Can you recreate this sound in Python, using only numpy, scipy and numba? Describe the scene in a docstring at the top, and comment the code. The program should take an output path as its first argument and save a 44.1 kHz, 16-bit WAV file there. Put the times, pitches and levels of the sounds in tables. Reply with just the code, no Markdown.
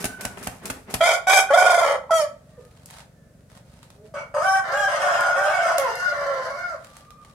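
"""A far bird calls and a rooster close by claps its wings five times, in a poultry shed with rows of wire cages.
The rooster crows in four syllables; two more down the aisle answer, overlapping. Feet scuff the gritty
floor, cages tick, far birds call and an engine throbs outside. Crows are sharp pulses, roughened and sent
through throat resonances; far calls are nearly pure tones; wings and floor are short bursts of shaped
noise; the engine is a train of dull beats. Reflections of the shed surround all but the outdoor sounds."""
import sys
import numpy as np
from scipy import signal
from scipy.fft import rfft, irfft, next_fast_len
from scipy.io import wavfile
from scipy.ndimage import uniform_filter1d
from numba import njit

SR = 44100
rng = np.random.default_rng(int(sys.argv[2]) if len(sys.argv) > 2 else 0)


def waveform_to_disk(signal):
    """Save audio, clipped to [-1, 1], as 16-bit WAV at the path in sys.argv[1]."""
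    frames = np.transpose(np.atleast_2d(signal))
    scaled = np.clip(frames, -1, 1) * 32767
    samples = np.round(scaled).astype(np.int16)
    wavfile.write(sys.argv[1], SR, samples)


N = 323677
T = np.arange(N) / SR


def from_db(db):
    """Turns decibels into a factor of amplitude."""
    return 10 ** (np.asarray(db) / 20)


def rms_one(x):
    """Scales a signal to an rms level of 1."""
    return x / np.sqrt(np.mean(x ** 2) + 1e-20)


def in_time(rows):
    """The columns of a table, joined by straight lines."""
    s, *columns = np.transpose(rows)
    return [np.interp(T, s, c) for c in columns]


def cut(x, hz, kind, order=2):
    """Removes the sound on one side of a frequency, or inside or outside a band."""
    return signal.sosfilt(signal.butter(order, hz, kind, fs=SR, output="sos"), x)


def drift(rate_hz):
    """Random wander up to the given rate; spread 1."""
    settled = cut(rng.standard_normal(N + SR), rate_hz, "low")[SR:]
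    return rms_one(settled)


def resonate(x, hz, width_hz):
    """One resonance with gain 1 on top."""
    r = np.exp(-np.pi * width_hz / SR)
    top = np.array([1, 0, -1]) * (1 - r * r) / 2
    bottom = [1, -2 * r * np.cos(2 * np.pi * hz / SR), r * r]
    return signal.lfilter(top, bottom, x + 1e-18)


@njit
def moving_resonance(x, hz, width_hz):
    """A resonance whose centre moves; gain 1 on top."""
    r = np.exp(-np.pi * width_hz / SR)
    y = np.zeros(len(x))
    for i in range(2, len(x)):
        drive = (1 - r * r) / 2 * (x[i] - x[i - 2])
        y[i] = drive + 2 * r * np.cos(2 * np.pi * hz[i] / SR) * y[i - 1] - r * r * y[i - 2]
    return y


def at_hz(points, hz):
    """Reads a curve at any frequency, along a logarithmic frequency scale."""
    known_hz, values = np.transpose(points)
    return np.interp(np.log(hz + 1), np.log(known_hz), values)


def arch(start, length, t=T):
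    """A rounded swell from 0 to 1 and back."""
    return np.sqrt(np.sin(np.pi * np.clip((t - start) / length, 0, 1)).clip(0))


def bursts(times, levels_db, rise_s, t60):
    """Envelope of blows that swell quickly and die away by 60 dB in t60 seconds."""
    out = np.zeros(N)
    for s, db in zip(times, levels_db):
        span = slice(max(0, int((s - .1) * SR)), int((s + .4) * SR))
        age = T[span] - s
        decay = from_db(db - 60 * np.maximum(age, 0) / t60)
        out[span] += decay * np.exp(-(np.minimum(age, 0) / rise_s) ** 2)
    return out


# How alike the two channels are in the shed.
# Each row: frequency in Hz, coherence from 0 (unrelated) to 1 (the same).
LIKENESS = [(100, 0.96), (600, 0.78), (1400, 0.26), (3000, 0.037), (10000, 0.029)]


def diffuse(spectrum=None, size=N):
    """Stereo noise arriving from all sides: alike in the bass, unrelated in the treble; rms 1."""
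    length = next_fast_len(size)
    hz = np.fft.rfftfreq(length, 1 / SR)
    mid, side = rfft(rng.standard_normal((2, length)))
    alike = np.clip(at_hz(LIKENESS, hz), 0, 1)
    both = np.sqrt(1 + alike) * mid + np.sqrt(1 - alike) * side * [[1], [-1]]
    if spectrum is not None:
        # beyond both ends of the given spectrum the noise falls away
        ends = (1 + (spectrum[0][0] / (hz + 1)) ** 4) * (1 + (hz / spectrum[-1][0]) ** 4)
        both = both * from_db(at_hz(spectrum, hz)) / np.sqrt(ends)
    return rms_one(irfft(both, length)[:, :size])


SHED_T60_S, SHED_TREBLE_T60_S = 0.38, 0.23


def shed(x, wet_db, pan_db):
    """Direct sound plus the dense reflections of floor, walls and roof; the treble dies first."""
    age = T[:SR // 2]
    noise = diffuse(size=len(age))
    low = cut(noise, 1600, "low", order=1)
    low_tail = low * from_db(-60 * age / SHED_T60_S)
    treble_tail = (noise - low) * from_db(-60 * age / SHED_TREBLE_T60_S)
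    tail = (low_tail + treble_tail) * (age > .003)
    tail = rms_one(tail) / np.sqrt(len(age))
    x = x * np.ones((2, 1))
    wet = signal.fftconvolve(x, tail, axes=1)[:, :N]
    direct = x * from_db([[pan_db / 2], [-pan_db / 2]])
    return (direct + from_db(wet_db) * wet) / np.sqrt(1 + from_db(2 * wet_db))


# Colour of the outdoor background. Each row: frequency in Hz, relative level in dB per Hz.
OUTDOOR_COLOUR = [(50, -2), (66, 0), (100, -5.5), (160, -5), (240, -8.5), (350, -18), (580, -11.5),
                  (900, -29), (1500, -25.5), (3000, -35.5), (9000, -34), (15500, -41.5)]
OUTDOOR_DB = -54


def outdoor_background():
    """A steady murmur from all sides, made of shaped noise."""
    return from_db(OUTDOOR_DB) * diffuse(OUTDOOR_COLOUR)


# Loudness of the engine as the microphone turns. Each row: time in seconds, level in dB.
ENGINE_LEVEL = [(1.5, -66), (2.3, -55.5), (4.4, -53.5), (6.0, -59.5)]


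def engine(firings_hz):
    """A far single-cylinder engine: dull exhaust beats that swell and fade as the microphone turns."""
    beats = np.diff(np.floor(T * firings_hz), prepend=0)   # one click per firing
    boom = resonate(resonate(beats, 120, 140), 120, 140)
    exhaust = cut(boom, 180, "low", order=4)
    level_db, = in_time(ENGINE_LEVEL)
    return from_db(level_db) * rms_one(exhaust)


def whistle(notes, overtones_db, waver):
    """Nearly pure notes, with or without weak overtones; each swells once and bends through three pitches."""
    out, unsteady = np.zeros(N), 1 + waver * drift(119)
    for s, length, first_hz, middle_hz, last_hz, db in notes:
        span = slice(max(0, int(s * SR)), int((s + length) * SR))
        bend = np.polyfit([0, .5, 1], [first_hz, middle_hz, last_hz], 2)
        pitch = np.polyval(bend, (T[span] - s) / length) * unsteady[span]
        phase = 2 * np.pi * np.cumsum(pitch) / SR
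        overtones = sum(from_db(level) * np.sin(k * phase) for k, level in enumerate(overtones_db, 2))
        out[span] += np.sqrt(2) * from_db(db) * arch(s, length, T[span]) * (np.sin(phase) + overtones)
    return out


# Calls and a cluck of far birds. Each row: start in seconds, length in seconds,
# first, middle and last pitch in Hz (before a slight waver), relative level in dB.
FAR_CALLS = [(0.0, 0.33, 1516, 1521, 1470, -41), (2.42, 0.28, 653, 615, 590, -65),
             (2.5, 0.26, 1126, 1220, 1260, -64), (2.48, .2, 1890, 1810, 1750, -67),
             (2.577, 0.023, 539, 491, 430, -37.5), (3.07, 0.26, 1830, 1770, 1725, -72),
             (3.95, 0.13, 400, 420, 442, -51.5), (3.97, 0.26, 574, 651, 673, -58.5),
             (6.8, 0.3, 1150, 1178, 1217, -57.5), (7.0, 0.28, 1187, 1200, 1210, -50.5),
             (7.24, 0.11, 1180, 1165, 1160, -60)]


def far_birds():
    """Far birds: nearly pure notes with two weak overtones, softened by the shed."""
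    calls = whistle(FAR_CALLS, overtones_db=[-24, -32], waver=0.019)
    return shed(calls, wet_db=-2.5, pan_db=-1.5)


# Colours of the wing slap, the feathers and the swept air.
# Each row: frequency in Hz, relative level in dB per Hz.
SLAP = [(120, -28), (200, 10), (362, -4), (729, 2.5), (967, -3), (1490, -1.5), (2290, -7.5), (3080, -9.5),
        (5000, -32), (6500, -45), (11000, -120)]
FEATHER = [(1470, -25.5), (2400, -1.5), (3060, -12), (3660, -9), (9810, -4.5), (15000, -14), (16000, -22)]
AIR = [(47, -24.5), (80, -8.5), (199, 0.5), (343, -10), (424, 0.5), (549, -12), (658, -7), (2000, -13),
       (3000, -21.5), (6600, -32.5)]
# Wing claps. Each row: time in seconds, then relative levels in dB of the snap, the slap,
# the air thump and the feather crack.
CLAPS = [(0.043, -9.5, -31, -37.5, -25), (0.251, -8, -30.5, -40, -28.5), (0.471, -7.5, -31, -38, -35.5),
         (0.701, -43, -31, -41.5, -26), (0.941, -17, -27.5, -35, -20)]
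# The wings sweep up before each clap and down after it.
# Each row: delay from the clap in seconds, air level in dB, feather level in dB.
WING_BEAT = [(-.038, -38, -41), (.072, -46, -62)]
# Loose shakes of the feathers. Each row: time in seconds, air level in dB, feather level in dB.
RUFFLES = [(.005, -46, -44), (.377, -48, -47.5), (.633, -47.5, -56)]
# Stiff feathers flick against each other between the claps.
# Each row: time in seconds, crack level in dB, slap level in dB.
FLICKS = [(.054, -21, -24), (0.21, -30, -43), (0.374, -58, -30.5), (0.429, -37, -49), (0.656, -27, -38),
          (0.909, -45, -39)]


def wings():
    """Each beat sweeps air, then the wings meet: a crack of feathers, a slap and a low puff."""
    s, peak_db, slap_db, thump_db, crack_db = np.transpose(CLAPS)
    slap = from_db(6.5) * bursts(s, slap_db, rise_s=0.0017, t60=0.07) * diffuse(SLAP)
    crack = from_db(2.0) * bursts(s, crack_db, rise_s=0.00038, t60=0.05) * diffuse(FEATHER)
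    snap = from_db(-9) * bursts(s + .002, peak_db, rise_s=.0002, t60=.008) * diffuse(FEATHER)
    push = bursts(s + 0.0068, thump_db, rise_s=0.0023, t60=0.01)   # air squeezed out between the wings
    puff = from_db(17.5) * resonate(push, hz=78.9, width_hz=93)

    strokes = [(clap + delay, air, feather) for clap in s for delay, air, feather in WING_BEAT]
    at, air_db, feather_db = np.transpose(strokes + RUFFLES)
    sweep = bursts(at, air_db, rise_s=0.025, t60=0.27) * diffuse(AIR)
    grain = rms_one(from_db(3.7 * drift(394.5)))
    rustle = bursts(at, feather_db, rise_s=0.0042, t60=0.42) * diffuse(FEATHER) * grain

    at, flick_db, pat_db = np.transpose(FLICKS)
    flicks = bursts(at, flick_db, rise_s=0.0007, t60=0.046) * diffuse(FEATHER)
    pats = bursts(at, pat_db, rise_s=0.0013, t60=0.046) * diffuse(SLAP)
    return shed(slap + crack + snap + puff + sweep + rustle + flicks + pats, wet_db=-7.5, pan_db=0.0)


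# Before the voice breaks upward it is lower (share of pitch) and softer.
LOW_REGISTER_DROP, LOW_REGISTER_DB = .23, -2.5
# Each fresh syllable scoops down onto its pitch: share of pitch, time in seconds.
SCOOP_SHARE, SCOOP_S = .6, .0035
DROOP_POWER = 2.4   # the pitch droops late in a syllable, as this power of the time gone by
EFFORT_RELAX = .45   # effort relaxes by this share toward the end of a syllable
# After each syllable the voice dies away, and its upper partials go faster by the second rate.
RELEASE_DB_PER_S, DULLING_DB_PER_S = 441, 151


def sing(syllables, hoarseness, push):
    """Gain, pitch, brightness, rasp, roughness and progress; one swell of effort per syllable drives them."""
    attack_s, build_s, push_pitch, push_bright_db, push_rasp_db = push
    gain, controls = np.zeros(N), np.zeros((5, N))
    controls[0] = syllables[0][3]
    for syllable, (slack, strained) in zip(syllables, hoarseness):
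        start, length, low_s, hz, droop, db, fade_db, bright_db, rasp_db = syllable
        span = slice(int(start * SR), int((start + length + .2) * SR))
        age = T[span] - T[span][0]
        done = np.minimum(age / length, 1)
        overtime = np.maximum(age - length, 0)
        low = 1 / (1 + (age / max(low_s, 1e-4)) ** 10)
        fresh = 1 - min(gain[span][0] / from_db(db), 1)   # near 0 when slurred on from the syllable before

        still_slack = fresh * np.exp(-(np.maximum(age - low_s / 4, 0) / build_s) ** 2)
        effort = (1 - still_slack) * (1 - EFFORT_RELAX * done ** 6)
        level_db = db - fade_db * done + LOW_REGISTER_DB * low - RELEASE_DB_PER_S * overtime
        attack = np.minimum(age / attack_s, 1) ** 9.0
        gain[span] = np.maximum(gain[span], attack * from_db(level_db))

        sag = droop * np.minimum(age / length, 1.2) ** DROOP_POWER
        scoop = 1 + fresh * SCOOP_SHARE * np.exp(-age / SCOOP_S)
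        # strained syllables climb to their pitch
        climb = fresh * push_pitch * np.sqrt(strained) * np.exp(-(age / build_s) ** 2)
        below = np.maximum(LOW_REGISTER_DROP * low, climb)
        dull_db = DULLING_DB_PER_S * overtime
        controls[:, span] = (hz * scoop * (1 - below) * (1 - sag),
                             bright_db - push_bright_db * (1 - effort) - dull_db,
                             rasp_db - push_rasp_db * (1 - effort) - dull_db,
                             slack + (strained - slack) * effort,
                             done)
    return gain, *controls


HISS = .22   # share of rushing air in a fully hoarse voice


def syrinx(pitch, rough, jitter, flutter_hz, halves, rattle):
    """Sharp pulses; when hoarse their timing scatters, every other one weakens and air hisses through."""
    unsteady = 1 + .002 * drift(40) + jitter * rough * drift(flutter_hz)
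    phase = 2 * np.pi * np.cumsum(pitch * unsteady) / SR
    half = phase / 2 + 1e-6
    pulses = np.sin(45 * half) / np.sin(half) - 1   # twenty-two equal harmonics
    strength = 1 + halves * np.sqrt(rough) * np.cos(half) * (1 + 1.5 * drift(30))
    air = HISS * rough * rng.standard_normal(N) * (1 + np.cos(phase))   # strongest at each opening
    return (rms_one(pulses) * strength + air) * (1 + rattle * rough * drift(220))


def evened(x):
    """Holds the running level at 1."""
    return x / np.sqrt(np.abs(uniform_filter1d(x * x, SR // 60)) + 1e-9)


WANDER_HZ = 14   # how fast the resonances wander
RASP_GRAIN_DB = 2.5   # unevenness of the rasp


def throat(source, resonances, gap_hz, stretch, bright_db, rasp_db, beak, wander):
    """Steep throat resonances; the upper ones follow the beak and all wander, each on its own."""
    body, bright, rasp = np.zeros((3, N))
    for hz, width, db in resonances:
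        centre = hz * stretch * (1 + wander * drift(WANDER_HZ)) * (beak if hz > 1750 else 1)
        # two passes narrow the peak, so each is made wider
        once = moving_resonance(source, centre, 1.5 * width)
        ring = from_db(db) * moving_resonance(once, centre, 1.5 * width)
        if hz < 1750:
            body += ring
        elif hz < 4200:
            bright += ring
        else:
            rasp += ring
    body = cut(cut(body, 515, "high", order=5), 2210, "low", order=5)
    # the windpipe swallows the gap between two resonances
    bright = cut(bright, [gap_hz - 260, gap_hz + 260], "bandstop")
    bright = cut(bright, 4500, "low", order=5)
    rasp = cut(rasp, 4600, "high", order=6)
    grainy_db = rasp_db + RASP_GRAIN_DB * drift(60)
    return evened(body) + from_db(bright_db) * evened(bright) + from_db(grainy_db) * evened(rasp)


GAPE_POWER = 0.46   # the beak gapes as the pitch rises: resonances go with pitch to this power
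HOARSE_SWING = .35   # unevenness of the hoarseness, as a share
LURCH = .027   # a hoarse voice lurches in pitch by this share
WARBLE_DB = 4   # swing of the level, up and down, at full warble


def crow(syllables, hoarseness, push, resonances, beak_motion, rest_hz, gap_hz, jitter, flutter_hz,
         halves, rattle, warble=0):
    """One bird, unevenly hoarse; a warble makes the voice louder, higher and cleaner on each beat."""
    gain, pitch, bright_db, rasp_db, rough, done = sing(syllables, hoarseness, push)
    closing, wander = beak_motion
    stretch = (pitch / rest_hz) ** GAPE_POWER
    beak = 1 + closing * (.5 - done)
    rough = np.clip(rough * (1 - .85 * warble) * (1 + HOARSE_SWING * drift(25)), 0, 1)
    pitch = pitch * (1 + LURCH * rough * drift(22))
    warbled = pitch * (1 + 0.045 * (warble - np.abs(warble)))   # the pitch dips between the beats
    source = syrinx(warbled, rough, jitter, flutter_hz, halves, rattle)
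    voice = throat(source, resonances, gap_hz, stretch, bright_db, rasp_db, beak, wander)
    return gain * from_db(WARBLE_DB * warble) * voice


def scattered(x, bass_pan_db, treble_pan_db):
    """Cages and bowls scatter the treble: a few echoes within milliseconds, other ones at each side."""
    out = np.zeros((2, N))
    bass = cut(cut(x, 1050, "low"), 1050, "low")
    treble = cut(cut(x, 1050, "high"), 1050, "high")
    heights = .5 * .87 ** np.arange(8)
    for side, lean in zip(out, (.5, -.5)):
        lags = np.append(0, rng.uniform(.0003, .009, 7) * SR).astype(int)
        echoes = sum(h * np.pad(treble, (lag, 0))[:N] for h, lag in zip(heights, lags))
        side += from_db(lean * bass_pan_db) * bass + from_db(lean * treble_pan_db) * echoes
    return out


# Syllables of the near rooster. Each row: start in seconds, length in seconds, time in the low register
# in seconds, settled pitch in Hz, final droop as a share of pitch, relative level in dB, fade in dB,
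# then brightness and high rasp at full effort, both in dB against the body of the voice.
NEAR = [(0.996, 0.16, 0.0026, 712, 0.03, -12.5, 7.5, -2.5, -11.5),
        (1.259, 0.14, 0.0029, 793, 0.034, -14.5, -2.5, -2.5, -7),
        (1.493, 0.35, 0.041, 718.8, 0.036, -11, 4.5, -11.5, -17.5),
        (1.848, 0.1, 0.00086, 575.6, 0.05, -17, 3, -8, -19),
        (2.096, 0.13, 0.0017, 665, .1, -13.5, 7, -13.5, -11)]
# Hoarseness of each syllable. Each row: roughness from 0 to 1 when slack, and at full effort.
NEAR_HOARSE = [(.06, .75), (.15, .55), (.22, .58), (.6, .7), (.14, .05)]
# How the bird leans into a syllable: attack in seconds, time to build full effort in seconds, then what
# full effort adds: share of pitch, brightness in dB, rasp in dB.
NEAR_PUSH = (0.012, 0.045, .11, 6.4, 11)
# Throat and beak resonances. Each row: frequency at the resting pitch in Hz, width in Hz, relative level in dB.
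NEAR_THROAT = [(602, 280, 1.5), (910, 160, -13), (1453, 69, 1), (2353, 164, 0), (3363, 297, -9.5),
               (5180, 700, -3.5), (6050, 680, -3), (7420, 810, -4), (9650, 1400, -7.5), (10870, 420, -12.5),
               (12000, 1400, -19)]
# Partials that meet a throat resonance and ring out. Each row: start in seconds, length in seconds,
# first, middle and last pitch in Hz (before a slight waver), relative level in dB.
NEAR_RINGING = [(1.38, 0.031, 1520, 1512, 1490, -22.5), (1.488, 0.029, 1600, 1436, 1430, -25),
                (2.094, 0.016, 1150, 879.5, 780, -28.5), (2.122, 0.041, 1300, 1326, 1312, -21)]
# The share by which upper resonances sink through a syllable, and by which all resonances wander.
NEAR_BEAK = (.02, .018)
WARBLE_HZ, WARBLE_BEAT_S = 24.2, 1.626   # rate, and the time of one beat
WARBLE_SWING = .4   # unevenness of the warble's depth, as a share


def near_rooster():
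    """The long third syllable warbles about 24 times a second, then falls to a lower, rough ending."""
    start, length, low_s = NEAR[2][:3]
    depth = np.minimum(3 * arch(start + low_s, length - low_s), 1)
    warble = depth * np.cos(2 * np.pi * WARBLE_HZ * (T - WARBLE_BEAT_S))
    warble = warble * (1 + WARBLE_SWING * drift(10))
    voice = crow(NEAR, NEAR_HOARSE, NEAR_PUSH, NEAR_THROAT, NEAR_BEAK, rest_hz=751, gap_hz=2687,
                 jitter=0.11, flutter_hz=155.0, halves=0.62, rattle=1.0, warble=warble)
    ringing = whistle(NEAR_RINGING, overtones_db=[], waver=0.015)
    return shed(scattered(voice, bass_pan_db=-2.5, treble_pan_db=1.0) + ringing, wet_db=-7, pan_db=0.1)


# Colour of the grit. Each row: frequency in Hz, relative level in dB per Hz.
GRIT = [(290, -48), (500, -41), (530, -3.5), (688, 0.5), (2890, -7.5), (3860, -7.5), (6700, -11.5),
        (8960, -10), (16000, -25)]
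# Feet scuff the gritty floor. Each row: start in seconds, length in seconds, level in dB.
SCUFFS = [(2.397, 0.65, -61.5), (2.866, 0.17, -47.5), (3.485, 0.13, -54.5), (3.636, 0.34, -58),
          (4.04, 0.048, -57), (6.745, 0.34, -53.5), (7.19, 0.18, -60)]
# Ticks of grit and cage wire. Each row: time in seconds, relative peak level in dB,
# gritty body in dB against the bright tick.
TICKS = [(2.651, -37, 1), (2.859, -21, -9.5), (2.9077, -25, -9), (3.338, -56, 4.5), (3.408, -57, 14),
         (3.563, -47, -5), (3.8302, -37.5, 11.5), (3.903, -37.5, 11), (5.2082, -14.5, 4),
         (5.7827, -3.5, -1), (5.798, -12, -11), (5.955, -17.5, -18), (6.968, -28, 4), (7.1055, -39, 12.5),
         (7.2486, -46.5, 17)]


def floor_and_cages():
    """Grit crunches in uneven grains; now and then something ticks sharply."""
    pressure = sum(from_db(db) * arch(s, length) for s, length, db in SCUFFS)
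    crunch = pressure * rms_one(from_db(5.1 * drift(107))) * diffuse(GRIT)
    s, peak_db, body_db = np.transpose(TICKS)
    bright = bursts(s, peak_db, rise_s=0.00015, t60=0.016) * cut(diffuse(FEATHER), 4900, "high")
    gritty = cut(diffuse(GRIT), 670, "high", order=1)
    body = bursts(s, peak_db + body_db, rise_s=0.000062, t60=0.014) * gritty
    ticks = from_db(-11.5) * (bright + body)
    return shed(crunch + ticks, wet_db=-3.5, pan_db=-1.0)


# Syllables of the second and third roosters. Each row: start in seconds, length in seconds, time in the
# low register in seconds, settled pitch in Hz, final droop as a share of pitch, relative level in dB,
# fade in dB, then brightness and high rasp at full effort, both in dB against the body of the voice.
SECOND = [(4.13, 0.086, 0.0016, 564, 0.018, -27, 9.5, -10, -18.5),
          (4.331, .24, 0.092, 778.5, 0.016, -20.5, -4.5, -18, -21),
          (4.71, 0.14, 0.024, 832.5, 0.049, -22.5, -2.5, -12, -16.5),
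          (4.87, 0.11, .002, 658.5, 0.075, -24, -1.5, -6, -16.5),
          (4.99, .34, 0.0023, 720.1, 0.024, -18.5, 2.5, -12, -20),
          (5.337, 0.39, 0.018, 780.2, 0.15, -21.5, -2, -13.5, -19.5),
          (5.77, 0.11, 0.0011, 557, 0.17, -19.5, 2.5, -11, -32)]
THIRD = [(4.63, 0.089, 0.001, 713, 0.016, -28.5, -5.5, -4, -21.5),
         (5.6, 0.52, 0.0027, 716.6, 0.021, -32.5, -3.5, -4.5, -14),
         (6.12, 0.39, 0.0025, 689, 0.045, -29.5, 1, -3.5, -18.5),
         (6.5, 0.2, 0.057, 714.6, 0.0346, -31, 1.5, -10, -18),
         (6.695, 0.048, 0.00082, 671.7, 0.15, -29, 4.5, -20, -21)]
# Hoarseness of each syllable. Each row: roughness from 0 to 1 when slack, and at full effort.
SECOND_HOARSE = [(.6, .6), (.4, .015), (.6, .1), (.7, .7), (.7, .65), (.6, .5), (.1, .04)]
THIRD_HOARSE = [(.9, .9), (.5, .45), (.8, .8), (.7, .25), (.1, .1)]
# How each bird leans into a syllable: attack in seconds, time to build full effort in seconds, then what
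# full effort adds: share of pitch, brightness in dB, rasp in dB.
SECOND_PUSH = (0.011, 0.044, 0.032, 1.1, 1.8)
THIRD_PUSH = (0.011, 0.067, .04, 1, 0.38)
# Throat and beak resonances. Each row: frequency at the resting pitch in Hz, width in Hz, relative level in dB.
SECOND_THROAT = [(655, 198, 5.5), (1175, 37, 3), (1412, 243, 5.5), (1656, 195, -5.5), (2076, 510, 17.5),
                 (2980, 530, 3.5), (5270, 520, 12), (6720, 310, 13), (8180, 1540, 6), (10130, 2100, -1.5)]
THIRD_THROAT = [(593, 360, 10), (1100, 180, 6.5), (1482, 63, 17.5), (1760, 257, 24.5), (2900, 640, 7),
                (3660, 390, 1), (4990, 600, 11), (5530, 1100, 11), (8000, 430, 6), (10100, 780, -5),
                (10860, 2500, -3)]
# The lower tone that the other side of a syrinx adds, then partials that meet a throat resonance and ring
# out of the hoarse voices. Each row: start in seconds, length in seconds, first, middle and last pitch
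# in Hz (before a slight waver), relative level in dB.
LOW_TONE = [(4.145, 0.05, 545, 558, 552, -34), (4.345, 0.12, 526.5, 563, 614, -29),
            (4.72, .14, 535, 586, 560, -24.5), (4.88, 0.13, 566, 580, 540, -28),
            (5.01, 0.12, 553, 588.6, 565, -25.5), (5.14, 0.16, 578, 574, 580, -31),
            (5.355, 0.166, 556, 587, 626, -22.5), (5.54, 0.17, 722, 679.6, 660, -26),
            (5.74, 0.051, 683, 691.4, 686, -21), (6.07, 0.4, 590.7, 560.2, 502, -27.5)]
RINGING = [(4.16, 0.083, 1320, 1388, 1436, -40), (4.16, 0.087, 2250, 2264, 2160, -42),
           (4.34, 0.26, 1070, 1144, 1107, -31), (4.73, 0.18, 1582, 1648, 1560, -24.5),
           (4.99, 0.48, 1395, 1425, 1428, -25), (5.36, 0.15, 1510, 1554, 1530, -31),
           (5.54, 0.2, 1440, 1340, 1330, -29), (5.5, 0.2, 2235, 2190, 2064, -33.5),
           (5.74, 0.11, 2100, 2115, 2100, -39), (5.8, 0.32, 2933, 2790, 2844, -47.5),
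           (5.98, 0.17, 1420, 1444, 1386, -24), (6.08, 0.47, 1103, 1043, 1031, -38),
           (6.47, 0.26, 2180, 2190, 2120, -44), (6.56, 0.17, 1436, 1420, 1345, -33.5)]
# The share by which upper resonances sink through a syllable, and by which all resonances wander.
SECOND_BEAK, THIRD_BEAK = (.06, .042), (.06, .028)
TONE_FLICKER_DB = 2.5   # unevenness of the pure tones
AISLE_ROOM_DB, TONES_ROOM_DB = 1, -7   # the low tones carry down the aisle more directly


def answering_roosters():
    """Two birds down the aisle, with more of the shed around them."""
    second = crow(SECOND, SECOND_HOARSE, SECOND_PUSH, SECOND_THROAT, SECOND_BEAK, rest_hz=749, gap_hz=2390,
                  jitter=0.0703, flutter_hz=78.44, halves=1.0, rattle=1.0)
    third = crow(THIRD, THIRD_HOARSE, THIRD_PUSH, THIRD_THROAT, THIRD_BEAK, rest_hz=736, gap_hz=2450,
                 jitter=0.0565, flutter_hz=101.0, halves=1.0, rattle=1.0)
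    low = whistle(LOW_TONE, overtones_db=[-11, -26, -26], waver=0.014)
    low = low * from_db(TONE_FLICKER_DB * drift(25))
    ringing = whistle(RINGING, overtones_db=[], waver=0.012)
    ringing = ringing * from_db(TONE_FLICKER_DB * drift(25))
    voices = scattered(second, bass_pan_db=1.2, treble_pan_db=1.5)
    voices = voices + scattered(third, bass_pan_db=0.5, treble_pan_db=-0.5)
    voices_in_shed = shed(voices, AISLE_ROOM_DB, pan_db=-0.5)
    ringing_in_shed = shed(ringing, AISLE_ROOM_DB, pan_db=1.0)
    return voices_in_shed + ringing_in_shed + shed(low, TONES_ROOM_DB, pan_db=-1.9)


def scene():
    """Adds up the outdoor sounds, the birds, the wings, the floor and the cages."""
    outdoors = outdoor_background() + engine(firings_hz=23.3)
    near = wings() + near_rooster()
    return outdoors + far_birds() + near + floor_and_cages() + answering_roosters()


CUTOFF_HZ = 16200


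def record(dry):
    """The highest peaks are rounded, the microphone loses the deepest bass and the top is cut."""
    rounded = dry / (1 + (dry / .85) ** 8) ** (1 / 8)
    no_deep_bass = cut(rounded, 36, "high", order=3)
    top_cut = signal.cheby2(14, 60, CUTOFF_HZ + 600, fs=SR, output="sos")   # 60 dB down from 600 Hz higher
    return signal.sosfilt(top_cut, no_deep_bass)


dry = scene()
out = record(dry)
waveform_to_disk(out)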